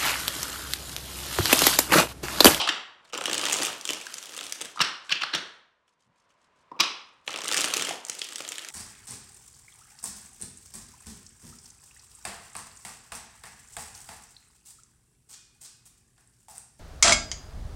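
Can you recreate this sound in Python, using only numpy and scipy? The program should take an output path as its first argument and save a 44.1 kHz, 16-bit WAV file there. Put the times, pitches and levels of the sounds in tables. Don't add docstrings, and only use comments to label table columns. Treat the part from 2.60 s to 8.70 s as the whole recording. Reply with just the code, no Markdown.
import sys
import numpy as np
from scipy import signal
from scipy.fft import rfft, irfft, next_fast_len
from scipy.io import wavfile
from scipy.ndimage import uniform_filter1d

SR = 44100
rng = np.random.default_rng(int(sys.argv[2]) if len(sys.argv) > 2 else 0)


def master_out(mix):
    frames = np.transpose(np.atleast_2d(mix))
    ceiling = np.clip(frames, -1, 1)
    pcm = np.round(ceiling * 32767).astype(np.int16)
    wavfile.write(sys.argv[1], SR, pcm)


N = 269230
LEAD = SR // 10
TOP_HZ = 16000

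# time in seconds, rms level in dB.
HUSH_LEVEL = [(0, -63), (2.9, -64), (3.2, -73), (3.45, -72), (3.6, -68.5), (4.1, -64), (4.3, -63.5),
              (6.2, -70)]
# frequency in Hz, relative level in dB per Hz.
HUSH_SPECTRUM = [(25, 0), (80, -6), (130, -5.5), (360, -7.5), (600, -4), (850, -8.5), (1000, 2), (1180, -5),
                 (2500, -12.5), (8000, -30.5), (16000, -48)]

# frequency in Hz, time to fall by 60 dB in seconds.
ROOM_DECAY = [(150, 0.42), (400, 0.51), (1000, 0.69), (2800, 0.53), (7000, 0.41), (14000, 0.29)]
# frequency in Hz, relative level in dB.
WALL_COLOUR = [(100, -3), (300, 5), (1000, 0), (4000, 0.5), (8000, -2.5), (15000, -4.5)]
# frequency in Hz, gain in dB.
MIC_RESPONSE = [(9000, -1.5), (12000, -8), (16000, -10)]

# frequency in Hz, width in Hz, relative level in dB.
DESK_MODES = [(147, 55, -8.5), (297, 60, -1.5), (497, 170, -2), (850, 240, -4.5), (1292, 170, 1.5)]
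# frequency in Hz, width in Hz, relative level in dB.
UNDER_DECK_MODES = [(155, 35, -15), (320, 42, -12), (610, 610, -23)]
# frequency in Hz, width in Hz, relative level in dB.
CARD_MODES = [(1680, 330, -1.5), (2927, 700, 3.5), (5400, 2200, -9)]
# frequency in Hz, width in Hz, relative level in dB.
DECK_MODES = [(1735, 780, -7.5), (2647, 660, 0), (3457, 660, -4.5), (5530, 990, -7.5)]
# frequency in Hz, width in Hz, relative level in dB.
EDGE_MODES = [(4960, 16000, -3), (7450, 4400, 3)]
# frequency in Hz, relative level in dB per Hz.
SKIN_SPECTRUM = [(1500, -40.5), (3000, -1), (8000, -3), (11000, -11.5), (16000, -29.5)]
# frequency in Hz, relative level in dB per Hz.
FACE_SPECTRUM = [(1000, -27.5), (3000, 4.5), (8000, -6), (12000, 6), (16000, -10)]

# time in seconds, relative level in dB.
FINGER_TOUCHES = [(0.45, -45.5), (0.4764, -51), (0.499, -47.5), (3.279, -55.5), (3.5594, -62.5),
                  (3.651, -66.5), (3.704, -54.5), (4.4895, -55)]
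# middle in seconds, length in seconds, peak rms level in dB.
SLIDE_STROKES = [(.485, 0.11, -70), (2.17, 0.036, -54), (2.3, 0.092, -68), (2.47, 0.053, -61),
                 (2.68, 0.53, -62.5), (3.305, .07, -76), (3.435, 0.087, -76), (3.6, 0.11, -77),
                 (3.72, .07, -75), (3.83, 0.1, -73.5), (3.995, 0.071, -70.5), (4.5, 0.22, -74.5),
                 (4.65, 0.034, -72)]
# peak in seconds, flap level in dB, hollow knock level in dB, desk thump over the hollow
# in dB, edge tick level in dB, rise in seconds, fall in seconds, hollow pitch in Hz,
# strongest paper pitch in Hz.
DECK_TAPS = [(-0.04, -6.5, -13, -9, -15.5, 0.00087, 0.011, 810, 3000),
             (.015, -20.5, -26.5, 2, -34, 0.0023, .005, 1240, 3100),
             (0.075, -21, -19.5, -2.5, -30, 0.0014, 0.0063, 1250, 3930),
             (0.0898, -14, -17.5, -0.5, -27, 0.0011, 0.005, 1665, 2470),
             (2.1598, -49.5, -38, -3, -60.5, .0008, 0.002, 1010, 2200),
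             (2.174, -44, -29, -5.5, -48.5, .0008, 0.0045, 1240, 2300),
             (2.1828, -41.5, -30.5, -4.5, -50, .0008, 0.0012, 1190, 3000),
             (2.1929, -28, -28.5, -1.5, -46, 0.00043, 0.0044, 1290, 3700),
             (2.2033, -20.5, -21, 0.5, -39, .0003, 0.0015, 1270, 3700),
             (2.2055, -17.5, -18.5, 5, -34, 0.0021, 0.0066, 1260, 3800),
             (2.2165, -10, -27.5, 0, -22.5, 0.005, 0.0051, 1260, 2560),
             (2.495, -26, -34, 6, -40.5, 0.0012, 0.0029, 1600, 3520),
             (2.5049, -27.5, -33, -2, -47.5, 0.00074, 0.011, 1180, 4360),
             (2.516, -19.5, -31, 4, -39.5, 0.00072, 0.0078, 1550, 2920),
             (2.5236, -15, -24, 4.5, -39, 0.0019, 0.0034, 1650, 4350),
             (2.6149, -27.5, -32, 0, -50.5, 0.0028, 0.0073, 1170, 3370),
             (2.62, -18, -37, -9, -39, 0.00039, 0.0023, 1260, 3440),
             (2.636, -20.5, -20.5, -1.5, -38, 0.0028, 0.003, 1220, 4300),
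             (2.738, -19.5, -24.5, 3, -40.5, 0.0034, 0.005, 1550, 4050),
             (2.7489, -17, -27, 8, -28.5, 0.0015, 0.0085, 1290, 3350),
             (2.778, -30, -32.5, -3, -44.5, 0.00055, 0.0017, 1640, 4400),
             (4.1167, -56, -31, 11, -69, 0.001, 0.0018, 935, 4400),
             (4.165, -57.5, -47, 3.5, -73.5, 0.00087, .0043, 507, 2460),
             (4.1924, -31, -32, 10, -53.5, 0.0007, 0.006, 1220, 2200),
             (4.2, -17, -19, 1.5, -46, 0.00091, 0.0029, 1138, 2540),
             (4.2042, -8, -19, 7.5, -26.5, 0.00088, 0.005, 1128, 3773),
             (4.236, -26, -33, 0, -36, .0004, 0.0022, 1790, 3800),
             (5.309, -31, -25, -7, -44.5, 0.0016, 0.0036, 700, 2200)]
# time in seconds, relative level in dB.
CARD_LANDINGS = [(0.533, -30), (0.541, -32), (0.555, -32), (0.586, -29), (0.613, -26.5), (0.637, -34),
                 (0.681, -25), (0.697, -28), (0.723, -28.5), (0.741, -36.5), (0.751, -36), (0.77, -32.5),
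                 (0.786, -36), (0.803, -36.5), (0.817, -34), (0.834, -26.5), (0.845, -35.5), (0.861, -38.5),
                 (0.873, -36.5), (0.884, -28), (0.898, -30.5), (0.91, -35.5), (0.928, -37.5), (0.938, -29),
                 (0.959, -30.5), (0.986, -33.5), (1.002, -27.5), (1.016, -29), (1.034, -37), (1.046, -32),
                 (1.082, -31), (1.101, -47), (1.291, -38), (1.304, -30), (1.776, -39), (1.813, -37),
                 (2.011, -40), (4.683, -34.5), (4.694, -31), (4.726, -39), (4.743, -34), (4.75, -34),
                 (4.768, -33), (4.787, -32), (4.82, -38.5), (4.837, -35), (4.853, -31), (4.904, -32),
                 (4.916, -33), (4.935, -40.5), (4.962, -29.5), (4.988, -30), (5.001, -34), (5.046, -35),
                 (5.067, -35.5), (5.076, -30), (5.127, -37), (5.136, -28), (5.164, -29), (5.184, -39.5),
                 (5.21, -34.5), (5.221, -33.5), (5.27, -44), (5.286, -31), (5.309, -32.5), (5.323, -45),
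                 (5.496, -36), (5.804, -34.5), (5.878, -41.5)]
# time in seconds, relative level in dB.
FLUTTER_LEVELS = [
    [(.525, -48.5), (.62, -57), (.73, -42), (1.05, -33), (1.2, -53.5), (1.32, -43.5), (1.4, -48),
     (1.8, -45.5), (2.13, -54.5)],
    [(4.66, -51.5), (4.75, -59), (4.97, -35), (5.1, -39.5), (5.22, -37), (5.3, -37.5), (5.42, -62),
     (5.55, -49), (6.11, -48)],
]
# time in seconds, relative level in dB,
# brightness in dB as edge tick over flap.
CARD_SNAPS = [(0.5263, -40.5, -9), (0.5342, -27.5, -4), (0.5408, -26, -11), (0.5492, -26.5, -11),
              (0.555, -32.5, -14), (0.5767, -22.5, 0.5), (0.6104, -26.5, -2), (0.6214, -31.5, 4),
              (0.6398, -24, -2), (0.6566, -15.5, -4.5), (0.667, -26.5, 0), (0.678, -26.5, -7.5),
              (0.6974, -23.5, -4.5), (0.713, -23, -2.5), (0.731, -16.5, 2.5), (0.744, -19, 2.5),
              (0.7516, -24, -2.5), (0.7798, -19, 5.5), (0.7946, -22.5, -1.5), (0.8139, -23.5, -3.5),
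              (0.8389, -21.5, -1), (0.844, -31.5, -3), (0.8542, -16.5, 1), (0.864, -21, -2.5),
              (0.8705, -27.5, -6), (0.8862, -23, -1), (0.898, -19.5, -2.5), (0.9114, -21.5, -4),
              (0.9247, -16.5, 4.5), (0.9295, -13, 10), (0.9403, -16.5, 7), (0.9479, -23, 1),
              (0.968, -23.5, 8.5), (0.9866, -25, 0.5), (1.0177, -24.5, 1), (1.0221, -20, -0.5),
              (1.0327, -18.5, 9.5), (1.0506, -19, 6), (1.0678, -22, 1), (1.1295, -30, -3),
              (1.2115, -31, 5.5), (1.2534, -20.5, 1.5), (1.2763, -24.5, 3), (1.291, -17, -6.5),
              (1.3, -21, -8), (1.3057, -20, 6), (1.3338, -21.5, 10.5), (1.3467, -31.5, 1),
              (1.3575, -39.5, 6), (1.4018, -36, -5), (1.4136, -32.5, 3), (1.4678, -28.5, -1),
              (1.5415, -24.5, 17.5), (1.583, -28, 10), (1.6275, -31, 1), (1.6572, -33.5, 8),
              (1.7381, -36.5, -4), (1.7655, -30.5, 10.5), (1.7779, -28, 8), (1.7904, -26, -16),
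              (1.8101, -27.5, -0.5), (1.8304, -31.5, -4), (1.8396, -30.5, 7.5), (1.8667, -30, 4.5),
              (1.8961, -34.5, 9), (1.9239, -20.5, 4), (2.0084, -31.5, -6.5), (2.0135, -22.5, 4),
              (2.0201, -25.5, 4), (2.0491, -33, 4.5), (2.0557, -32.5, 2), (4.6775, -21, -30),
              (4.6908, -34.5, 23), (4.7062, -30.5, -4.5), (4.718, -33.5, -1), (4.7295, -31, -2.5),
              (4.7407, -25.5, -15.5), (4.7602, -24, -2.5), (4.775, -30.5, 10), (4.7883, -30, 0),
              (4.8065, -30, -3.5), (4.8182, -27.5, 3.5), (4.8374, -31, 2.5), (4.8442, -26.5, 3),
              (4.8577, -27, 4), (4.8751, -25, -11), (4.8811, -19, 13), (4.8877, -23, 0),
              (4.907, -29.5, -8.5), (4.9144, -19, -2), (4.9243, -18.5, 2), (4.9331, -20.5, 2.5),
              (4.9438, -16, 2.5), (4.9671, -18.5, 5), (4.973, -16, 5), (4.9796, -16.5, 8), (4.989, -22, -3),
              (4.9991, -21.5, -2.5), (5.0078, -16.5, 10), (5.0157, -16.5, 5.5), (5.026, -25.5, -6.5),
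              (5.0425, -15.5, 0), (5.0481, -19.5, 8.5), (5.057, -28.5, 2.5), (5.084, -23, 2.5),
              (5.1027, -25.5, -4), (5.1382, -14.5, 4), (5.146, -25.5, -2.5), (5.1685, -16, 5.5),
              (5.1778, -21, 1), (5.196, -21.5, -4), (5.2104, -23.5, -2.5), (5.2229, -18, 4),
              (5.2499, -22, 2.5), (5.2707, -24.5, -6), (5.292, -23, 7), (5.4503, -28, 15),
              (5.4671, -34, 13), (5.4851, -31, 8), (5.4977, -17.5, 8.5), (5.5176, -36.5, -5),
              (5.5511, -33, 12), (5.5886, -34, 20), (5.5924, -27, 21), (5.617, -22.5, -9.5),
              (5.6183, -28, 0), (5.644, -31, 14.5), (5.6487, -34.5, 10.5), (5.6889, -34, 19),
              (5.724, -32, 2.5), (5.733, -34, 12), (5.7586, -22.5, 8), (5.7831, -29, 6.5),
              (5.792, -33.5, 9.5), (5.806, -27.5, 2.5), (5.8218, -33, 10), (5.8499, -31, -6),
              (5.8785, -29.5, 4), (5.8896, -23.5, 13), (5.9202, -23, 2), (5.928, -32, -6.5),
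              (5.9565, -31, -0.5), (5.9828, -22.5, -2), (5.993, -29, -3.5), (6.048, -29.5, -2),
              (6.0871, -28, 8)]
# end of the riffle in seconds, start of the last cards settling in seconds.
SHUFFLE_TIMES = [(1.11, 1.8), (5.33, 6.2)]

TOUCH_KNOCK_DB, TOUCH_TICK_DB = -4.5, -6
BUMP_S, BUMP_LENGTH_S, BUMP_DB, BUMP_HZ = 3.49, 0.076, -68, 128

FLUTTER_BRIGHT_DB = (2.5, 4)
SNAP_KNOCK_DB = (-11.5, -17.5)
SNAP_RISE_S, SNAP_FALL_S = 0.0003, (0.002, 0.0016)
SNAP_PUSH = (3, 4.3)
CARD_DETUNE = (0.035, 0.1)


def amp(db):
    return 10 ** (np.asarray(db) / 20)


def unit(x):
    return x / np.sqrt(np.mean(x ** 2) + 1e-20)


def along(points, hz):
    f, v = np.transpose(points)
    return np.interp(np.log(hz + 1), np.log(f + 1), v)


def curve(rows, s):
    times, levels = np.transpose(rows)
    return np.interp(s, times, levels, left=-120, right=-120)


def filtered(x, response):
    n = x.shape[-1]
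    m = next_fast_len(n + 2048)
    return irfft(rfft(x, m) * response(np.fft.rfftfreq(m, 1 / SR)), m)[..., :n]


def resonances(modes):
    def response(f):
        total = 0
        for k, (centre, width, db) in enumerate(modes):
            damping = 1j * f * width
            total = total + (-1) ** k * amp(db) * damping / (centre * centre - f * f + damping)
        return total
    return response


def timed(rows, rise, fall):
    return np.column_stack([rows, np.tile([rise, fall], (len(rows), 1))])


def by_phase(s, riffle, bridge):
    bridging = sum((s > end) & (s < settle + 0.2) for end, settle in SHUFFLE_TIMES)
    return np.where(bridging, bridge, riffle)


def swells(rows):
    s = np.arange(-LEAD, N) / SR
    return sum(amp(db) * np.exp(-(2 * (s - middle) / length) ** 4) for middle, length, db in rows)


def hiss(spectrum):
    n = N + LEAD
    grain_db = 10 * uniform_filter1d(rng.standard_normal(n // 64 + 1), size=4)
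    grain = amp(grain_db).repeat(64)[:n]
    return unit(filtered(grain * rng.standard_normal(n), lambda f: amp(along(spectrum, f))))


def background():
    noise = filtered(rng.standard_normal(N), lambda f: amp(along(HUSH_SPECTRUM, f)))
    return amp(curve(HUSH_LEVEL, np.arange(N) / SR)) * unit(noise)


def room(x, size):
    frames = dict(fs=SR, nperseg=384, noverlap=320)
    hz, t, z = signal.stft(x, **frames)
    t = t[t < 1]
    far_wall = 2.0 * np.exp(-((t - 0.033) / 0.0024) ** 2)
    build = 1.2 + 1 - np.exp(-(t / 0.023) ** 2) + far_wall
    fall_db = along(WALL_COLOUR, hz)[:, None] - 60 * t / along(ROOM_DECAY, hz)[:, None]
    decay = (amp(fall_db) * build) ** 2
    power = uniform_filter1d(np.abs(z) ** 2, size=size, axis=0)
    power = signal.fftconvolve(power, decay / decay.sum(axis=1).mean(), axes=1)[:, :z.shape[1]]
    noise = signal.stft(rng.standard_normal(len(x)), **frames)[2]
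    noise = noise / np.sqrt(np.mean(np.abs(noise) ** 2))
    return signal.istft(np.sqrt(np.abs(power)) * noise, **frames)[1][:len(x)]


def desktop(x, size=1024):
    blocks = np.pad(x, (0, -len(x) % size)).reshape(-1, size)
    t = np.arange(3 * size) / SR
    tail = amp(-60 * t / 0.065) * (1 - np.exp(-t / 0.00094))
    bounce = 1.2 * np.exp(-((t - 0.003) / 0.0006) ** 2)
    shape = tail + bounce
    answers = shape * rng.standard_normal((len(blocks), len(t))) / np.linalg.norm(shape)
    echo = signal.fftconvolve(blocks, answers, axes=1)
    where = size * np.arange(len(blocks))[:, None] + np.arange(echo.shape[1])
    return np.bincount(where.ravel(), echo.ravel())[:len(x)]


def level_peaks(x):
    power = uniform_filter1d(x * x, size=32, axis=1)
    return x / np.sqrt(power.max(axis=1, keepdims=True))


def slaps(rows, paper, body, scatter_db=4, detune=0.12, push=3.7, size=2048):
    s, flap_db, knock_db, tick_db, rise, fall = np.transpose(rows)[:, :, None]
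    early = 384
    t = (np.arange(size) - early) / SR
    swell = np.exp(np.where(t < 0, t / np.abs(rise), -t / np.abs(fall)))
    puff = swell * rng.standard_normal((3, len(rows), size))
    puff[:, :, early] += push * np.array([[1], [0.8], [1.1]])
    bend = rng.standard_normal((len(rows), len(paper), 2, 1))
    modes = []
    for k, (hz, width, db) in enumerate(paper):
        modes.append((hz * (1 + detune * bend[:, k, 0]), width, db + scatter_db * bend[:, k, 1]))
    flap = filtered(puff[0], lambda f: resonances(modes)(f) * resonances([(3000, 6000, 0)])(f))
    knock = filtered(puff[1], lambda f: resonances(body)(f) * resonances([(600, 3000, 0)])(f) ** 2)
    tick = filtered(puff[2] * swell ** 0.5,
                    lambda f: resonances(EDGE_MODES)(f) * resonances([(8000, 9000, 0)])(f))
    sound = amp(flap_db) * level_peaks(flap)
    sound += amp(knock_db) * level_peaks(knock)
    sound += amp(tick_db) * level_peaks(tick)
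    where = np.round(s * SR).astype(int) + LEAD - early + np.arange(size)
    return np.bincount(where.ravel(), sound.ravel(), N + LEAD + size)[:N + LEAD]


def touches():
    s, db = np.transpose(FINGER_TOUCHES)
    rows = np.column_stack([s, db, db + TOUCH_KNOCK_DB, db + TOUCH_TICK_DB])
    shifts = amp(-6.0) * slaps(timed(rows, 0.00041, 0.0076), DECK_MODES, DESK_MODES, size=3072)
    noise = rng.standard_normal(N + LEAD)
    low = unit(filtered(noise, lambda f: resonances([(BUMP_HZ, 100, 0)])(f) ** 2))
    bump = swells([(BUMP_S, BUMP_LENGTH_S, BUMP_DB)]) * low
    slide = swells(SLIDE_STROKES) * hiss(SKIN_SPECTRUM)
    return shifts + slide + bump


def taps():
    s, flap_db, knock_db, thump_db, tick_db, rise, fall, hollow_hz, paper_hz = np.transpose(DECK_TAPS)
    rows = np.column_stack([s, flap_db, knock_db, tick_db, rise, fall])
    desk = [(hz, width, db + thump_db[:, None]) for hz, width, db in UNDER_DECK_MODES]
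    hollow = [(hollow_hz[:, None], 120, 0)]
    paper = DECK_MODES + [(paper_hz[:, None], 350, 0.5)]
    return slaps(rows, paper, desk + hollow, scatter_db=3.5, detune=0.01, push=2.2, size=3072)


def landings():
    s, db = np.transpose(CARD_LANDINGS)
    rows = np.column_stack([s, db - 4.5, db, db - 19.5])
    return amp(2) * slaps(timed(rows, 0.00044, 0.0011), CARD_MODES, DESK_MODES, push=5)


def flutter(count=1500):
    def level(s):
        return np.maximum(*[curve(rows, s) for rows in FLUTTER_LEVELS])

    when, strength, knock, tick = rng.random((count, 4)).T
    s = (np.arange(count) + 0.9 * when) / count * N / SR
    db = level(s) + 14 * (strength - 0.6)
    knock_db = db - 4.5 + 8 * (knock - 0.5)
    tick_db = db + by_phase(s, *FLUTTER_BRIGHT_DB) + 8 * (tick - 0.5)
    rows = np.column_stack([s, db, knock_db, tick_db])[db > -100]
    small = slaps(timed(rows, 0.00018, 0.0021), CARD_MODES, DESK_MODES, detune=0.05, push=2.2)
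    s = np.arange(-LEAD, N) / SR
    rub = amp(level(s) + by_phase(s, *FLUTTER_BRIGHT_DB) - 10) * hiss(FACE_SPECTRUM)
    return small + rub


def snaps():
    s, db, bright_db = np.transpose(CARD_SNAPS)
    flap_db = db - 10 * np.log10(1 + amp(2 * bright_db))
    knock_db = flap_db + by_phase(s, *SNAP_KNOCK_DB) + 3 * rng.standard_normal(len(s))
    tick_db = flap_db + bright_db + 2.0
    rise = np.full(len(s), SNAP_RISE_S)
    rows = np.column_stack([s, flap_db + 1.0, knock_db, tick_db, rise, by_phase(s, *SNAP_FALL_S)])
    return slaps(rows, CARD_MODES, DESK_MODES, push=by_phase(s, *SNAP_PUSH),
                 detune=by_phase(s, *CARD_DETUNE)[:, None])


def scene():
    cards = snaps() + landings() + flutter()
    deck = taps()
    near = cards + deck + touches()
    walls = room(amp(-8) * cards, size=5) + room(amp(-8.5) * deck, size=2)
    wet = walls + amp(-9.0) * desktop(near)
    return ((near + wet)[LEAD:] + background())[None]


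def record(dry):
    x = filtered(dry, lambda hz: amp(along(MIC_RESPONSE, hz)))
    x = x / (1 + np.abs(x / 0.36) ** 4) ** (1 / 4)
    return filtered(x, lambda hz: (hz / np.hypot(hz, 55)) ** 2 * (hz < TOP_HZ))


dry = scene()
out = record(dry)
master_out(out)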